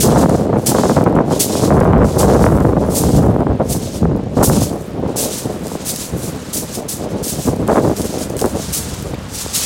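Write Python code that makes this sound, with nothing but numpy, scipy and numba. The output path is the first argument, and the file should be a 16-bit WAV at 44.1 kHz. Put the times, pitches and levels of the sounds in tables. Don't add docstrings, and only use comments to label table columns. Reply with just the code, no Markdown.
import sys
import numpy as np
from scipy import signal
from scipy.fft import rfft, irfft
from scipy.io import wavfile
from scipy.ndimage import uniform_filter1d, minimum_filter1d
from numba import njit

SR = 44100
rng = np.random.default_rng(int(sys.argv[2]) if len(sys.argv) > 2 else 0)


def dump(signal):
    limited = np.clip(np.atleast_2d(signal).T, -1, 1)
    pcm = np.round(limited * 32767).astype(np.int16)
    wavfile.write(sys.argv[1], SR, pcm)


N = 425565
TIME = np.arange(N) / SR
FREQ = np.maximum(np.arange(N // 2 + 1) * SR / N, 1)

# t/s, heel level/dB, heel sink/s, heel hold/s, heel treble/dB,
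# sole level/dB, sole roll/s, toe level/dB, sole treble/dB
FOOTSTEPS = [(0.0, -14.5, 0.0067, 0.026, -7.0, -30.5, 0.21, -32.5, -13),
             (0.656, -13.5, 0.013, 0.011, -6, -29.5, 0.29, -38.5, -14),
             (1.392, -12.0, 0.014, 0.0088, -5.5, -27.5, 0.26, -33.5, -11.5),
             (2.177, -19.0, 0.019, 0.0038, -6.5, -41.0, 0.27, -27.5, -12),
             (2.939, -17.0, 0.028, 0.018, -5, -31.5, 0.23, -30.5, -10.5),
             (3.681, -21.0, 0.032, 0.013, -5.5, -39.0, 0.28, -31.5, -14),
             (4.425, -16.5, 0.0098, 0.027, -3.5, -26.5, 0.21, -25.5, -9.5),
             (5.157, -19.0, 0.015, 0.063, -6, -26.5, 0.23, -25.0, -10),
             (5.843, -20.0, 0.027, 0.036, -6, -25.5, 0.19, -35.0, -9),
             (6.526, -19.0, 0.011, 0.045, -5, -38.0, 0.23, -25.5, -11.5),
             (6.88, -22.0, 0.011, 0.032, -5, -44.5, 0.162, -41.5, -23),
             (7.224, -22.0, 0.02, 0.058, -5.5, -30.0, 0.24, -29.0, -9.5),
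             (7.954, -27.5, 0.016, 0.054, -7.5, -33.0, 0.27, -28.0, -12),
             (8.358, -27, 0.036, 0.029, -4, -35.0, 0.161, -45, -7),
             (8.722, -17, 0.016, 0.039, -5.5, -30.5, 0.23, -42.5, -12),
             (9.519, -14, 0.04, 0.018, -8.5, -19.5, 0.16, -30, -10.5)]
# t/s, level/dB, relative body level/dB
STONE_KNOCKS = [(0.295, -17.5, -23), (1.039, -21, -12), (1.154, -29, 3), (1.8028, -22, -23),
                (2.603, -25, -16), (5.0778, -34, -14), (5.669, -20, -27), (5.6804, -20, -26),
                (5.961, -10, -20), (7.2813, -11, -20), (7.5612, -25, -15), (7.677, -18, -20),
                (7.9658, -16, -19), (8.0164, -14, -20), (8.0603, -16, -20), (8.299, -21, -18),
                (8.3674, -18.5, -16), (8.3913, -13.5, -5.5), (8.4013, -14, -20), (8.4144, -10, -22),
                (8.458, -14, -24), (8.8464, -26, -12), (9.0244, -19, -20), (9.1431, -30, 3)]
# f/Hz, level/dB
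PEBBLE_EQ = [(500, -16), (1200, -18), (2200, -13), (3200, -8), (4500, -4), (6200, -0.5), (8300, 0.5),
             (10500, -2), (13000, -6.5), (16000, -9)]
# t/s, level/dB
STRONG_EDDIES = [(0.258, -6), (0.529, -10.5), (0.717, -10), (0.747, -7.5), (0.784, -6), (0.834, -6.5),
                 (0.895, -4), (0.967, -4), (1.009, -8.5), (1.187, -4), (1.308, -11.5), (1.552, -11),
                 (1.704, -4), (2.44, 0), (2.464, 0), (2.65, -5), (3.036, -10), (3.361, -11), (3.467, -9.5),
                 (3.6, -13.5), (4.028, -16), (4.053, -8.5), (4.153, -17), (4.37, -11), (4.497, -4.5),
                 (5.715, -17.5), (5.751, -15.5), (7.684, -11), (8.441, -8.5), (9.135, -17.5), (9.46, -20.5)]


def undb(db):
    return 10 ** (np.asarray(db) / 20)


def unit(x):
    return x / np.sqrt(np.mean(x ** 2))


def curves(table):
    times, *columns = np.transpose(table)
    return [np.interp(TIME, times, column) for column in columns]


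def colour(x, points):
    hz, db = np.transpose(points)
    return irfft(rfft(x) * undb(np.interp(np.log(FREQ), np.log(hz), db)), N)


def band(x, lo_hz, hi_hz, order=8):
    return irfft(rfft(x) / np.sqrt((1 + (lo_hz / FREQ) ** order) * (1 + (FREQ / hi_hz) ** order)), N)


def wobble(rate_hz):
    knots = rng.standard_normal(N // 10)
    joined = np.interp(TIME * rate_hz, np.arange(len(knots)), knots)
    return unit(uniform_filter1d(joined, int(SR / rate_hz / 2) + 1))


def even(x, span_s):
    size = int(span_s * SR)
    return x / np.sqrt(np.abs(uniform_filter1d(uniform_filter1d(x ** 2, size), size)) + 1e-12)


def swell(start, rise_s, length_s, fall_db_per_s):
    age = TIME - start
    return np.clip(age / rise_s, 0, 1) * undb(-fall_db_per_s * np.clip(age - length_s, 0, 1))


def lull(times, depth_db, width_s):
    marks = np.zeros(N)
    marks[(np.asarray(times) * SR).astype(int)] = 1
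    dips = signal.fftconvolve(marks, np.hanning(int(width_s * SR)), "same")
    return undb(-depth_db * np.clip(dips, 0, 1))


def random_times(per_second):
    return TIME[rng.random(N) < per_second / SR]


def accents(count, cap):
    return np.minimum(rng.exponential(size=count), cap)


def surf():
    surf_fader = [(0, -40), (4.3, -42), (5.7, -37), (7.1, -38.5), (9.65, -35)]
    wash_eq = [(60, 1), (250, -13.5), (500, 2.5), (1200, 1), (2200, -5.5), (4000, -10), (8000, -21.5),
               (12000, -33), (16000, -37)]
    level_db, = curves(surf_fader)
    wash = unit(colour(rng.standard_normal(N), wash_eq))
    flicker_db = .6 * wobble(9)
    return wash * undb(level_db + flicker_db)


def airflow(tear_db=-9, tear_at_db=-14.5, tear_growth=0.98, rumble_share=0.2):
    blow = [(0.0, -18, -22.5), (0.052, -12.5, -13.5), (0.206, -11, -12.5), (0.458, -19.5, -20),
            (0.567, -16.5, -16.5), (0.643, -21, -25.5), (0.744, -19.0, -15), (1.001, -14.5, -14),
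            (1.208, -14, -13), (1.27, -24.0, -25.5), (1.337, -18, -13.5), (1.422, -29.5, -24.5),
            (1.567, -23.0, -19), (1.699, -12.5, -13), (2.036, -8, -14), (2.11, -23.5, -24.5),
            (2.227, -15, -11.5), (2.502, -12, -15), (2.715, -16.5, -15.5), (2.96, -23, -20),
            (3.173, -9.5, -17.0), (3.415, -19.0, -18.5)]
    breeze = [(3.498, -26.5, -30), (4.317, -23.5, -27.5), (4.845, -30, -31.5), (6.497, -31, -34.5),
              (8.587, -27.5, -33), (9.65, -34, -38.5)]
    gusts = [(3.45, 0.071, -14, -19), (3.583, 0.025, -14.5, -13.5), (3.67, 0.098, -19.5, -26),
             (4.006, 0.1, -12.5, -23), (4.115, 0.057, -19.0, -26), (4.356, 0.077, -13, -14),
             (4.465, 0.16, -13, -20), (4.659, 0.11, -26, -25), (4.929, 0.18, -23, -22.5),
             (5.137, 0.16, -33, -23), (5.441, 0.1, -25, -22.5), (5.613, 0.031, -23, -22.5),
             (5.719, 0.041, -28, -33), (5.91, 0.028, -26.0, -27), (6.12, 0.023, -17, -22),
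             (6.173, 0.19, -27, -30), (6.542, 0.1, -30.0, -28.5), (6.768, 0.057, -38, -23.5),
             (6.987, 0.272, -26, -24.0), (7.317, 0.079, -23.5, -26.0), (7.449, 0.082, -16.5, -18),
             (7.577, 0.05, -17, -21.5), (7.664, 0.14, -21, -11.5), (7.794, 0.12, -18.5, -16.5),
             (7.968, 0.102, -24, -23.5), (8.102, 0.13, -33, -23), (8.29, 0.053, -28, -20.5),
             (8.406, 0.045, -27, -15.5), (8.535, 0.033, -23, -18), (8.908, 0.066, -29, -39.5),
             (9.041, 0.1, -28, -26.5)]
    dying_db = 250 * np.clip(TIME - blow[-1][0], 0, 1)
    power = undb(np.array(curves(blow)) - dying_db) ** 2 + undb(curves(breeze)) ** 2
    for t, length_s, *levels_db in gusts:
        envelope = swell(t, rise_s=0.018, length_s=length_s, fall_db_per_s=300)
        power += (undb(levels_db)[:, None] * envelope) ** 2
    rumble_db, flap_db = 10 * np.log10(power)
    force_db = flap_db + rumble_share * np.maximum(rumble_db - flap_db, -3)
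    edge_db = force_db + tear_db + tear_growth * (force_db - tear_at_db)
    return rumble_db, flap_db, edge_db


def sweep(x, cycles, knee_hz):
    return irfft(rfft(x) * np.exp(-2j * np.pi * cycles * np.log(FREQ + knee_hz)), N)


def wind(rumble_db, flap_db, edge_db, per_second=850, flutter_db=1.47, crackle_db=2.5):
    wind_eq = [(20, -37), (35, -24), (62, -2.5), (130, 2), (250, 1.5), (370, -0.5), (470, 0.5), (600, -3),
               (750, -6.5), (1100, -12.5), (1600, -22), (2300, -34), (3500, -46), (6000, -68)]
    boom_fader = [(0, -9.5), (1.4, -11.5), (2.0, -3.5), (2.7, -2.5), (5, -7.5), (6.2, -8), (8, -8),
                  (8.8, 0), (9.65, -0.5)]
    hits = (rng.random(N) < per_second / SR) * rng.choice([-1, 1], N)
    strength = accents(N, cap=3.5) + 0.98 * wobble(60)

    def eddies(lo_hz, hi_hz, spread_db, span_s):
        pulses = hits * undb(spread_db * (strength + .5 * wobble(45)))
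        flaps = sweep(pulses, cycles=1.6, knee_hz=142)
        return even(band(colour(flaps, wind_eq), lo_hz, hi_hz), span_s)

    boom_db, = curves(boom_fader)
    boom = eddies(lo_hz=18, hi_hz=83, spread_db=3, span_s=0.099) * undb(rumble_db + boom_db - 1.1)
    rumble = eddies(lo_hz=117, hi_hz=228, spread_db=2.5, span_s=0.089) * undb(rumble_db - 1.73)
    flap = eddies(lo_hz=278, hi_hz=748, spread_db=3, span_s=0.046) * undb(flap_db - 0.56)
    edge = eddies(lo_hz=903, hi_hz=5014, spread_db=5, span_s=0.057) * undb(edge_db - 2.5)
    slack = lull(np.transpose(STRONG_EDDIES)[0] - .007, depth_db=7, width_s=0.021)
    puffs = undb(flutter_db * wobble(40)) * slack
    crackle = edge * undb(crackle_db * wobble(30))
    return boom + rumble + (flap + crackle) * puffs


def buffets(delay_s=0.00034, narrowest_s=0.00044, gain_db=7, body_db=-5, body_stretch=2.26):
    swings = np.zeros(N)
    for (t, level_db), turn in zip(STRONG_EDDIES, rng.random(len(STRONG_EDDIES))):
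        width_s = narrowest_s * undb(-0.26 * level_db)
        near = slice(int((t - .02) * SR), int((t + .02) * SR))
        passing = (TIME[near] - t - delay_s) / width_s
        core = (1 + 1j * passing) ** -3
        body = (1 + 1j * passing / body_stretch) ** -3
        swing = np.exp(2j * np.pi * turn) * (core + undb(body_db) * body)
        swings[near] += undb(level_db + gain_db) * swing.real
    return sweep(swings, cycles=2.1, knee_hz=94)


@njit
def ring(start, hz, t60, size):
    out = np.zeros(N)
    for k in range(len(start)):
        pole = np.exp((2j * np.pi * hz[k] - np.log(1000) / t60[k]) / SR)
        z, first = size[k] + 0j, int(start[k] * SR)
        for i in range(max(first, 0), min(first + int(t60[k] * SR), N)):
            z *= pole
            out[i] += z.imag
    return out


def collisions(start, size, t60_s, scatter, modes=3):
    shape = (len(start), modes)
    hz = rng.uniform(400, 17000, shape)
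    t60 = t60_s * np.exp(scatter * np.minimum(rng.standard_normal(shape), 1))
    gain = np.reshape(size, (-1, 1)) * rng.choice([-1, 1], shape) * np.sqrt(t60_s / t60)
    return ring(np.repeat(start, modes), hz.ravel(), t60.ravel(), gain.ravel())


def strays(base_per_second=110, landing_s=.12, scatter_s=.15, gain_db=-46, spread_db=3):
    per_second = 0
    for t, _, _, _, _, sole_db, roll_s, *_ in FOOTSTEPS:
        shower = np.exp(-((TIME - t - roll_s - landing_s) / scatter_s) ** 2)
        per_second += base_per_second * undb(0.99 * (sole_db + 29.5)) * shower
    start = random_times(per_second)
    size = undb(gain_db + spread_db * accents(len(start), cap=3))
    ticks = colour(collisions(start, size, t60_s=0.003, scatter=.7, modes=12), PEBBLE_EQ)
    return ticks + band(ticks, lo_hz=10500, hi_hz=15000)


def knocks(rattle_s=0.0036, fade_db=7, gain_db=-3, contacts=9, body_hz=3300, body_t60_s=0.017):
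    t, level_db, body_db = np.transpose(STONE_KNOCKS)
    lag = rng.exponential(size=(len(t), contacts)) * (np.arange(contacts) > 1)
    size = undb(level_db[:, None] + gain_db - fade_db * lag)
    start = (t[:, None] + rattle_s * lag).ravel()
    rattle = colour(collisions(start, size.ravel(), t60_s=0.0027, scatter=0.73, modes=5), PEBBLE_EQ)
    hz = body_hz * np.exp(0.39 * rng.standard_normal(len(start)))
    body_size = size * undb(body_db[:, None] - 3)
    return rattle + ring(start, hz, np.full(len(start), body_t60_s), body_size.ravel())


def snaps(load_db, per_second=110, gain_db=-4, muffle=.3):
    clicks = collisions(random_times(per_second), undb(gain_db), t60_s=0.002, scatter=.5, modes=10)
    return colour(clicks, PEBBLE_EQ) * undb(load_db - muffle * np.maximum(load_db + 21, 0))


def giving_way(shift_db=0.87, slip_db=1.01):
    return shift_db * wobble(30) + slip_db * wobble(85)


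def footwork(lead_s=.06, sole_lands_s=.047, toe_push_s=.055):
    # t/s, length/s, level/dB, treble/dB
    scuffs = [(0.159, 0.032, -29.5, -5), (0.265, 0.14, -35.5, -11), (0.553, 0.1, -42.0, -8),
              (1.294, 0.06, -30.0, -11.5), (1.702, 0.121, -43.0, -6), (2.024, 0.16, -35.5, -10.5),
              (2.267, 0.068, -29.0, -11), (2.47, 0.099, -39.5, -3), (2.59, 0.11, -44.5, -7),
              (2.773, 0.05, -41.0, -11), (2.889, 0.046, -29.5, -5.5), (3.225, 0.037, -43.0, -3.5),
              (3.639, 0.041, -38.5, -9), (3.797, 0.055, -33.5, -11), (4.336, 0.099, -38.0, -14),
              (4.719, 0.15, -47.0, -6), (5.065, 0.035, -42.5, -13), (5.476, 0.061, -39.5, -9),
              (5.625, 0.121, -35.5, -8), (5.778, 0.066, -36.0, -18), (6.15, 0.067, -35.0, -5),
              (6.209, 0.064, -29.5, -7), (6.321, 0.21, -39.5, -12), (6.656, 0.051, -35.5, -14),
              (7.079, 0.037, -40.5, -11), (7.159, 0.0096, -36.5, -13), (7.536, 0.079, -45.0, -9),
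              (7.654, 0.33, -35.0, -9.5), (8.021, 0.03, -29.5, -4), (8.274, 0.014, -34.5, -7.5),
              (8.542, 0.19, -31.0, -11.5), (8.987, 0.12, -38.5, -10.5), (9.161, 0.16, -45.5, -13),
              (9.322, 0.11, -25.5, -9.5), (9.422, 0.103, -30.5, -15)]
    contacts = []  # level/dB, treble/dB, t/s, rise/s, length/s, fall/(dB/s)
    for t, length_s, level_db, treble_db in scuffs:
        lead_in = (level_db - 13, treble_db, t - lead_s, lead_s, lead_s, 175)
        drag = (level_db, treble_db, t, .031, length_s, 175)
        contacts += [lead_in, drag]
    for t, heel_db, sink_s, hold_s, heel_treble_db, sole_db, roll_s, toe_db, sole_treble_db in FOOTSTEPS:
        heel = (heel_db, heel_treble_db, t, sink_s, sink_s + hold_s, 250)
        sole = (sole_db, sole_treble_db, t + sole_lands_s, .061, roll_s - sole_lands_s, 170)
        toe = (toe_db, sole_treble_db + 4, t + roll_s - toe_push_s, toe_push_s, toe_push_s, 300)
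        contacts += [heel, sole, toe]
    power, weighted_treble = 0, 0
    for level_db, treble_db, *envelope in contacts:
        part = (undb(level_db) * swell(*envelope)) ** 2 + 1e-12
        power += part
        weighted_treble += treble_db * part
    return 10 * np.log10(power) + giving_way(), weighted_treble / power


def shifting_stones(load_db, base_per_second=11000, spread_db=0.2, slip_db=1.76, muffle=0.3):
    start = random_times(base_per_second * undb(.4 * (load_db + 25)))
    size = undb(spread_db * accents(len(start), cap=5))
    grit = collisions(start, size, t60_s=0.0041, scatter=1) * undb(slip_db * wobble(70))
    clacks = collisions(random_times(per_second=50), undb(-1), t60_s=0.022, scatter=1, modes=6)
    clacks *= undb(-muffle * (load_db + 33))
    return even(colour(grit + clacks, PEBBLE_EQ), span_s=0.057)


def crunch(load_db, treble_db, neutral_treble_db=-6.5, settling_db=-55, gain_db=0.39):
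    stones = shifting_stones(load_db)
    coarse = band(stones, lo_hz=100, hi_hz=3960)
    dull = band(stones, lo_hz=100, hi_hz=7400)
    hardness_db = np.clip(treble_db - neutral_treble_db, -6, 3.5)
    sparkle = undb(1.2 * hardness_db) * (stones - dull)
    weight = (undb(-.9 * hardness_db) - 1) * coarse
    loudness = np.hypot(undb(load_db + gain_db), undb(settling_db))
    duck = lull(np.transpose(STONE_KNOCKS)[0], depth_db=2, width_s=0.091)
    return even(dull + sparkle + weight, span_s=0.011) * loudness * duck


def scene():
    load_db, treble_db = footwork()
    feet = crunch(load_db, treble_db) + snaps(load_db) + knocks() + strays()
    return (feet + wind(*airflow()) + buffets() + surf())[None]


def record(dry, ceiling=0.79, hold_s=0.0028, top_hz=15900):
    size = int(hold_s * SR)
    allowed_gain = np.minimum(1, ceiling / (np.abs(dry) + 1e-9))
    gain = uniform_filter1d(minimum_filter1d(allowed_gain, size), size)
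    low_pass = signal.ellip(12, .1, 80, top_hz, fs=SR, output="sos")
    return signal.sosfilt(low_pass, dry * gain)


dry = scene()
out = record(dry)
dump(out)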